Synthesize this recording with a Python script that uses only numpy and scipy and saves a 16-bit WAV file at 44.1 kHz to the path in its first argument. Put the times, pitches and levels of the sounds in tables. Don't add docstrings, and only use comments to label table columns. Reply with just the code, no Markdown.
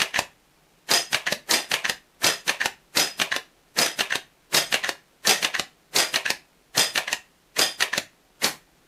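import sys
import numpy as np
from scipy import signal
from scipy.fft import rfft, irfft, next_fast_len
from scipy.io import wavfile
from scipy.ndimage import uniform_filter1d

SR = 44100
rng = np.random.default_rng(int(sys.argv[2]) if len(sys.argv) > 2 else 0)


def master_out(mix):
    frames = np.transpose(np.atleast_2d(mix))
    ceiling = np.clip(frames, -1, 1)
    pcm = np.round(ceiling * 32767).astype(np.int16)
    wavfile.write(sys.argv[1], SR, pcm)


N = 391166
SIZE, ONSET = 24576, 2205
T = (np.arange(SIZE) - ONSET) / SR
AFTER = np.maximum(T, 0)


# t/s, brightness/(dB per octave), sear lead/s, sear level/dB
SHOT_TIMES = [(0.9123, -0.5, 0.021, -18), (1.5098, 0.8, .016, -22), (2.2421, -0.5, 0.022, -23.5),
              (2.9711, -0.3, 0.018, -23), (3.7865, -0.5, .0205, -21.5), (4.545, 0, 0.019, -21),
              (5.271, 3, .02, -19), (5.9611, 1.5, .021, -22.5), (6.7762, 1, 0.025, -19),
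              (7.5912, -0.5, .025, -17), (8.442, -1, 0.023, -20)]
# f/Hz, level/(dB per Hz)
SNAP_COLOUR = [(40, -36), (95, -15), (150, 1), (230, -6.5), (350, -3), (600, -8.5), (1000, -14),
               (1600, -3.5), (3300, -3), (4280, 4.5), (5400, -1), (6400, -2), (8400, -15), (12400, -20.5),
               (15500, -36.5)]
# f/Hz, level/(dB per Hz)
AIR_COLOUR = [(40, -32), (95, -19), (155, -8), (230, -6), (450, -1), (750, -4), (1100, -6.5), (1700, -6.5),
              (3500, -11), (7200, -11.5), (13500, -16.5), (15500, -27.5)]
SHOT_DB = -5


def shots():
    out = np.zeros(N)
    for s, bright_db, sear_lead, sear_db in SHOT_TIMES:
        sear = room(tick(), wet_db=5.0)
        add(out, s - sear_lead, amp(sear_db) * sear)
        run = amp(-16.5) * burst(AIR_COLOUR, swell(0.0098), tilt_db=0.5)
        snap = burst(SNAP_COLOUR, fade(0.024, attack=0.0016), bright_db)
        puff = amp(-12) * burst(AIR_COLOUR, fade(0.17, attack=0.0053), grain_db=0.0)
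        add(out, s, amp(SHOT_DB) * room(run + snap + puff, wet_db=-4))
    return out


# flight/s, level/dB, ring level/dB, off-centre gain/dB
PELLET_HITS = [(.0235, -16, -4, -3), (.025, -17, -7, 3), (.022, -15, -10, -2), (.0225, -15, -8.5, -4.5),
               (.027, -16, -8.5, -5.5), (.0215, -15, -7.5, -4.5), (.0215, -13.5, -8.5, -1),
               (.0225, -15.5, -8, 3.5), (.017, -14.5, -7, 4.5), (.0215, -17, -6, 6)]
# f/Hz, level/(dB per Hz)
CLANG_COLOUR = [(60, -54.5), (190, -25.5), (330, -4.5), (680, 1.5), (1000, -7), (1800, -2), (3300, -2.5),
                (4400, -5), (6500, -8.5), (9000, -12), (13600, -18.5), (15500, -35)]
SHIMMER_LOW_HZ, SHIMMER_HIGH_HZ, SHIMMER_DB, SHIMMER_T60_S = 5980, 13000, -16.5, 0.2


def trap(count=30):
    out = np.zeros(N)
    high_modes = [(hz, 0) for hz in rng.uniform(SHIMMER_LOW_HZ, SHIMMER_HIGH_HZ, count)]
    for (fired, *_), (flight, db, ring_db, off_centre_db) in zip(SHOT_TIMES, PELLET_HITS):
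        impact = burst(CLANG_COLOUR, fade(0.028), tilt_db=2.0)
        rattle = fade(0.22, attack=0.0032) * amp(3.7 * wobble(299.9))
        bits = amp(-3.9) * burst(CLANG_COLOUR, rattle, tilt_db=-0.24)
        shimmer = amp(SHIMMER_DB) * ring(high_modes, scatter_db=5) * fade(SHIMMER_T60_S)
        steel = amp(ring_db) * plate(off_centre_db)
        hit = room(impact + bits, wet_db=-3.5) + shimmer + steel
        add(out, fired + flight, amp(db) * hit)
    return out


# f/Hz, level/dB, share of the off-centre gain that the mode gets
TRAP_MODES = [(1857, -7.5, .3), (2654, -13, -.3), (3208, -8.5, 0), (3521, -7.5, .7), (4690, -15, 0),
              (4877, -8, 1.2), (5039, -1.5, -.8), (5110, -8, -.3), (5900, -5.5, -.7), (6480, -8.5, .2),
              (7200, -11, .2), (8425, -9.5, .7), (8872, -17, 0), (9959, -18, .5), (10826, -21, 0),
              (13400, -23, 0)]
TRAP_T60_S, TRAP_DAMPING = 0.29, 0.1


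def plate(off_centre_db, scatter_db=2):
    out = np.zeros(SIZE)
    for hz, db, share in TRAP_MODES:
        envelope = fade(TRAP_T60_S * (5000 / hz) ** TRAP_DAMPING, attack=0.0015)
        steady_path = 0.5 * np.exp(2j * np.pi * rng.random())
        paths = steady_path + wobble(118) + 1j * wobble(118)
        tone = np.real(paths * np.exp(2j * np.pi * hz * T))
        mode = unit(tone * envelope) * np.sqrt(np.mean(envelope ** 2))
        level_db = db + share * off_centre_db + scatter_db * rng.standard_normal()
        out += amp(level_db) * mode
    return out


# t/s, level/dB, time from the catch to the stop/s
PULL_TIMES = [(0.017, -5.5, .016), (1.145, -5.5, .016), (1.7388, -5.5, .0235), (2.4939, -5.5, .015),
              (3.2152, -6, .0165), (4.0062, -6.5, 0.016), (4.7416, -5, .0167), (5.4455, -6, .0188),
              (6.1581, -6, .018), (6.976, -6, .019), (7.823, -5, .0165)]
CATCH_DB = -5.2
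CATCH_TILT_DB, STOP_TILT_DB = -0.5, -0.5
SCRAPE_DB = -27.5


def pull_back():
    out = np.zeros(N)
    for s, db, travel in PULL_TIMES:
        add(out, s - travel, amp(db + CATCH_DB) * clack(CATCH_TILT_DB))
        stop = clack(STOP_TILT_DB) + amp(SCRAPE_DB) * scrape(travel)
        add(out, s, amp(db) * stop)
    return out


# f/Hz, level/(dB per Hz)
CLACK_COLOUR = [(40, -35), (95, -22.5), (150, -12.5), (350, -13), (630, -10), (1180, -9.5), (1770, 1.5),
                (2220, -7.5), (2780, -1.1), (3650, -5.5), (4090, -2.5), (5500, -13), (6140, -7),
                (7200, -17), (12600, -27), (15500, -35)]
# f/Hz, level/(dB per Hz)
SPRING_COLOUR = [(120, -56), (200, -34), (376, -9), (550, -4.5), (659, 2), (734, -7.5), (1040, -2.5),
                 (1510, -14.5), (2380, 1), (4240, -14), (10500, -22.5), (15000, -31.5)]
# f/Hz, level/dB
RECEIVER_MODES = [(1814, -34.5), (2832, -33), (6105, -44.5), (7445, -56.5), (8360, -50), (11106, -55),
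                  (12409, -58.5), (12866, -62.5)]
# f/Hz, level/dB
BARREL_MODES = [(390, -6), (660, -7), (745, -2.5), (1710, 1), (1870, -3), (2300, -5), (2620, -7),
                (2880, -7), (3680, -3.5)]


def clack(bright_db):
    rub = amp(-19.0) * burst(CLACK_COLOUR, swell(0.0063) + fade(0.072, attack=0.004))
    blow_envelope = fade(0.015, attack=0.0014) + amp(-15) * fade(0.08)
    blow = burst(CLACK_COLOUR, blow_envelope, bright_db, grain_db=2.5)
    receiver = amp(-17.5) * ring(RECEIVER_MODES, scatter_db=0.0, detune=0.03) * fade(0.054)
    spring = amp(-20.5) * burst(SPRING_COLOUR, fade(0.26))
    barrel = amp(-26.0) * ring(BARREL_MODES, scatter_db=5) * fade(0.21)
    return room(rub + blow + receiver + spring + barrel, wet_db=-13.5)


# f/Hz, level/(dB per Hz)
SCRAPE_COLOUR = [(40, -22), (100, -3), (160, 5), (350, 1.5), (700, -0.5), (1500, -3.5), (4000, -2.5),
                 (7000, -3.5), (9000, -2), (12500, -6), (15500, -13)]
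SCRAPE_RISE_S, SCRAPE_OVERRUN_S, SCRAPE_FALL_S = 0.012, 0.012, 0.015


def scrape(travel):
    rise = np.exp(np.minimum(T + travel, 0) / SCRAPE_RISE_S)
    fall = np.exp(-np.maximum(T - SCRAPE_OVERRUN_S, 0) / SCRAPE_FALL_S)
    return burst(SCRAPE_COLOUR, rise * fall, grain_db=2.0)


# first touch t/s, time to take up the slack/s, chatter level/dB, lock t/s, lock level/dB
PUSH_TIMES = [(0.1433, .017, -6, 0.19, -2.5), (1.2672, 0.0056, -6, 1.3236, -4),
              (1.8464, 0.0061, -6.5, 1.896, -4.5), (2.6061, .0086, -8, 2.6573, -4),
              (3.3175, .0068, -6, 3.363, -7.5), (4.1067, 0.017, -7.5, 4.1548, -6.5),
              (4.8373, .007, -7.5, 4.891, -5.5), (5.5427, .0072, -8, 5.5956, -5.5),
              (6.2557, 0.0052, -8, 6.3032, -3.5), (7.0765, 0.0029, -13, 7.1283, -4.5),
              (7.9308, 0.0051, -7.5, 7.9783, -4.5)]


def push_forward():
    out = np.zeros(N)
    for s, slack, chatter_db, lock_s, lock_db in PUSH_TIMES:
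        for delay, db in chatter(slack):
            add(out, s + delay, amp(chatter_db + db) * room(tick(), wet_db=-8.5))
        add(out, lock_s, amp(lock_db) * lock())
    return out


TOUCH_DB = -6
REBOUND_S, REBOUND_SHRINK = 0.012, 0.7
REBOUND_LOSS_DB, REBOUND_SCATTER = 7, 0.2


def chatter(slack, count=3):
    k = np.arange(count)
    scatter = np.exp(REBOUND_SCATTER * rng.standard_normal(count))
    flights = REBOUND_S * REBOUND_SHRINK ** k * scatter
    rebounds = zip(slack + np.cumsum(flights), -REBOUND_LOSS_DB * (k + 1))
    return [(0, TOUCH_DB), (slack, 0), *rebounds]


# f/Hz, level/(dB per Hz)
TICK_COLOUR = [(70, -50), (130, -44), (310, -31), (760, -6), (900, -23), (1060, -7.5), (1280, -17),
               (1500, -4.5), (1740, 8), (2290, -4.5), (2980, -6.5), (4760, -27.5), (6210, -17), (7450, -31),
               (12000, -34.5), (15500, -42)]
# f/Hz, level/dB
LINKAGE_MODES = [(1040, -7), (1590, -7.5), (1730, 5), (1860, 2), (2900, -11), (6220, -7.5), (8450, -15)]


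def tick():
    contact = burst(TICK_COLOUR, fade(0.013, attack=0.0013))
    rub = amp(-17.5) * burst(CLACK_COLOUR, fade(0.039) + swell(0.0048), tilt_db=-1)
    steel = amp(-10) * ring(LINKAGE_MODES, scatter_db=1.5, detune=0.034) * fade(0.029)
    return contact + rub + steel


# f/Hz, level/(dB per Hz)
CLUNK_COLOUR = [(30, -25.5), (70, -13.5), (110, -13), (180, -8.5), (300, -6), (420, -5.5), (560, -0.5),
                (900, -5.5), (1370, -10.5), (1830, -2), (2270, -10.5), (2560, -2.5), (3300, -9.5),
                (3760, -6), (6690, -12.5), (9400, -20), (10800, -18.5), (15500, -31)]


def lock():
    rub = amp(-23.5) * burst(CLUNK_COLOUR, swell(0.018) + fade(0.11), tilt_db=1.0, grain_db=1.5)
    clunk_envelope = fade(0.0096) + amp(-19) * fade(0.067)
    clunk = burst(CLUNK_COLOUR, clunk_envelope, tilt_db=-0.13, grain_db=2.5)
    receiver = amp(-21) * ring(RECEIVER_MODES, scatter_db=4.0, detune=0.009) * fade(0.04)
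    barrel = amp(-31.5) * ring(BARREL_MODES, scatter_db=6) * fade(0.16)
    return room(rub + clunk + receiver + barrel, wet_db=-10)


# f/Hz, level/(dB per Hz)
QUIET_COLOUR = [(15, -12), (42, 1), (75, -15), (110, -12), (155, -2), (210, -8.5), (320, -5), (430, -7),
                (520, -9.5), (770, -10), (1000, -12.5), (2600, -15.5), (6500, -21.5), (15500, -27)]
QUIET_DB, HUM_DB, HUM_HZ = -60.5, -78.5, 150


def room_tone():
    hum = amp(HUM_DB) * np.sin(2 * np.pi * HUM_HZ * np.arange(N) / SR)
    hiss = burst(QUIET_COLOUR, np.ones(next_fast_len(N)), grain_db=1.5)[:N]
    return amp(QUIET_DB) * hiss + hum


# f/Hz, time to fall 60 dB/s
ROOM_T60 = [(100, 0.43), (300, 0.17), (700, 0.22), (2000, 0.25), (5000, 0.21), (13000, 0.21)]


def room(x, wet_db, build=0.0013):
    hz, t, bands = signal.stft(rng.standard_normal(SR // 3), SR, nperseg=256)
    decay = amp(-60 * t / along(ROOM_T60, hz)[:, None])
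    build_up = 1 - np.exp(-t / build)
    tail = signal.istft(bands * decay * build_up, SR, nperseg=256)[1]
    return x + amp(wet_db) * signal.fftconvolve(x, tail / np.linalg.norm(tail))[:SIZE]


def burst(spectrum, envelope, tilt_db=0, grain_db=3):
    size = len(envelope)
    hz = np.fft.rfftfreq(size, 1 / SR)
    clumps = unit(uniform_filter1d(rng.standard_normal(size), size=40))
    force = rng.standard_normal(size) * amp(grain_db * clumps) * envelope
    gain = amp(along(spectrum, hz) + tilt_db * np.log2(hz + 100))
    return unit(irfft(rfft(force) * gain, size)) * np.sqrt(np.mean(envelope ** 2))


def ring(modes, scatter_db, detune=0.002):
    hz, db = np.transpose(modes)
    gain = amp(db + scatter_db * rng.standard_normal(len(hz)))
    hz = hz * (1 + detune * rng.standard_normal(len(hz)))
    cycles = hz[:, None] * T + rng.random((len(hz), 1))
    return unit(gain @ np.sin(2 * np.pi * cycles))


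def fade(t60, attack=0.001):
    return amp(-60 * AFTER / t60) * (1 - np.exp(-AFTER / attack))


def swell(rise):
    return np.exp(-np.abs(T) / np.where(T < 0, rise, rise / 10))


def wobble(rate):
    knots = rng.standard_normal(512)
    return unit(np.interp((T - T[0]) * rate, np.arange(len(knots)), knots))


def add(track, s, x):
    start = round(s * SR) - ONSET
    part = x[max(-start, 0):N - start]
    track[max(start, 0):][:len(part)] += part


def amp(db):
    return 10 ** (np.asarray(db) / 20)


def unit(x):
    return x / np.sqrt(np.mean(x ** 2) + 1e-20)


def along(points, hz):
    f, v = np.transpose(points)
    return np.interp(np.log(hz + 1), np.log(f + 1), v)


def scene():
    mono = shots() + trap() + pull_back() + push_forward() + room_tone()
    return np.array([mono, mono])


PEAK_LIMIT, TOP_HZ = 0.62, 15500


def record(dry):
    rounded = dry / (1 + np.abs(dry / PEAK_LIMIT) ** 4) ** (1 / 4)
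    size = next_fast_len(N + SR // 2)
    low_pass = 1 / (1 + (np.fft.rfftfreq(size, 1 / SR) / TOP_HZ) ** 120)
    return irfft(rfft(rounded, size) * low_pass, size)[:, :N]


dry = scene()
out = record(dry)
master_out(out)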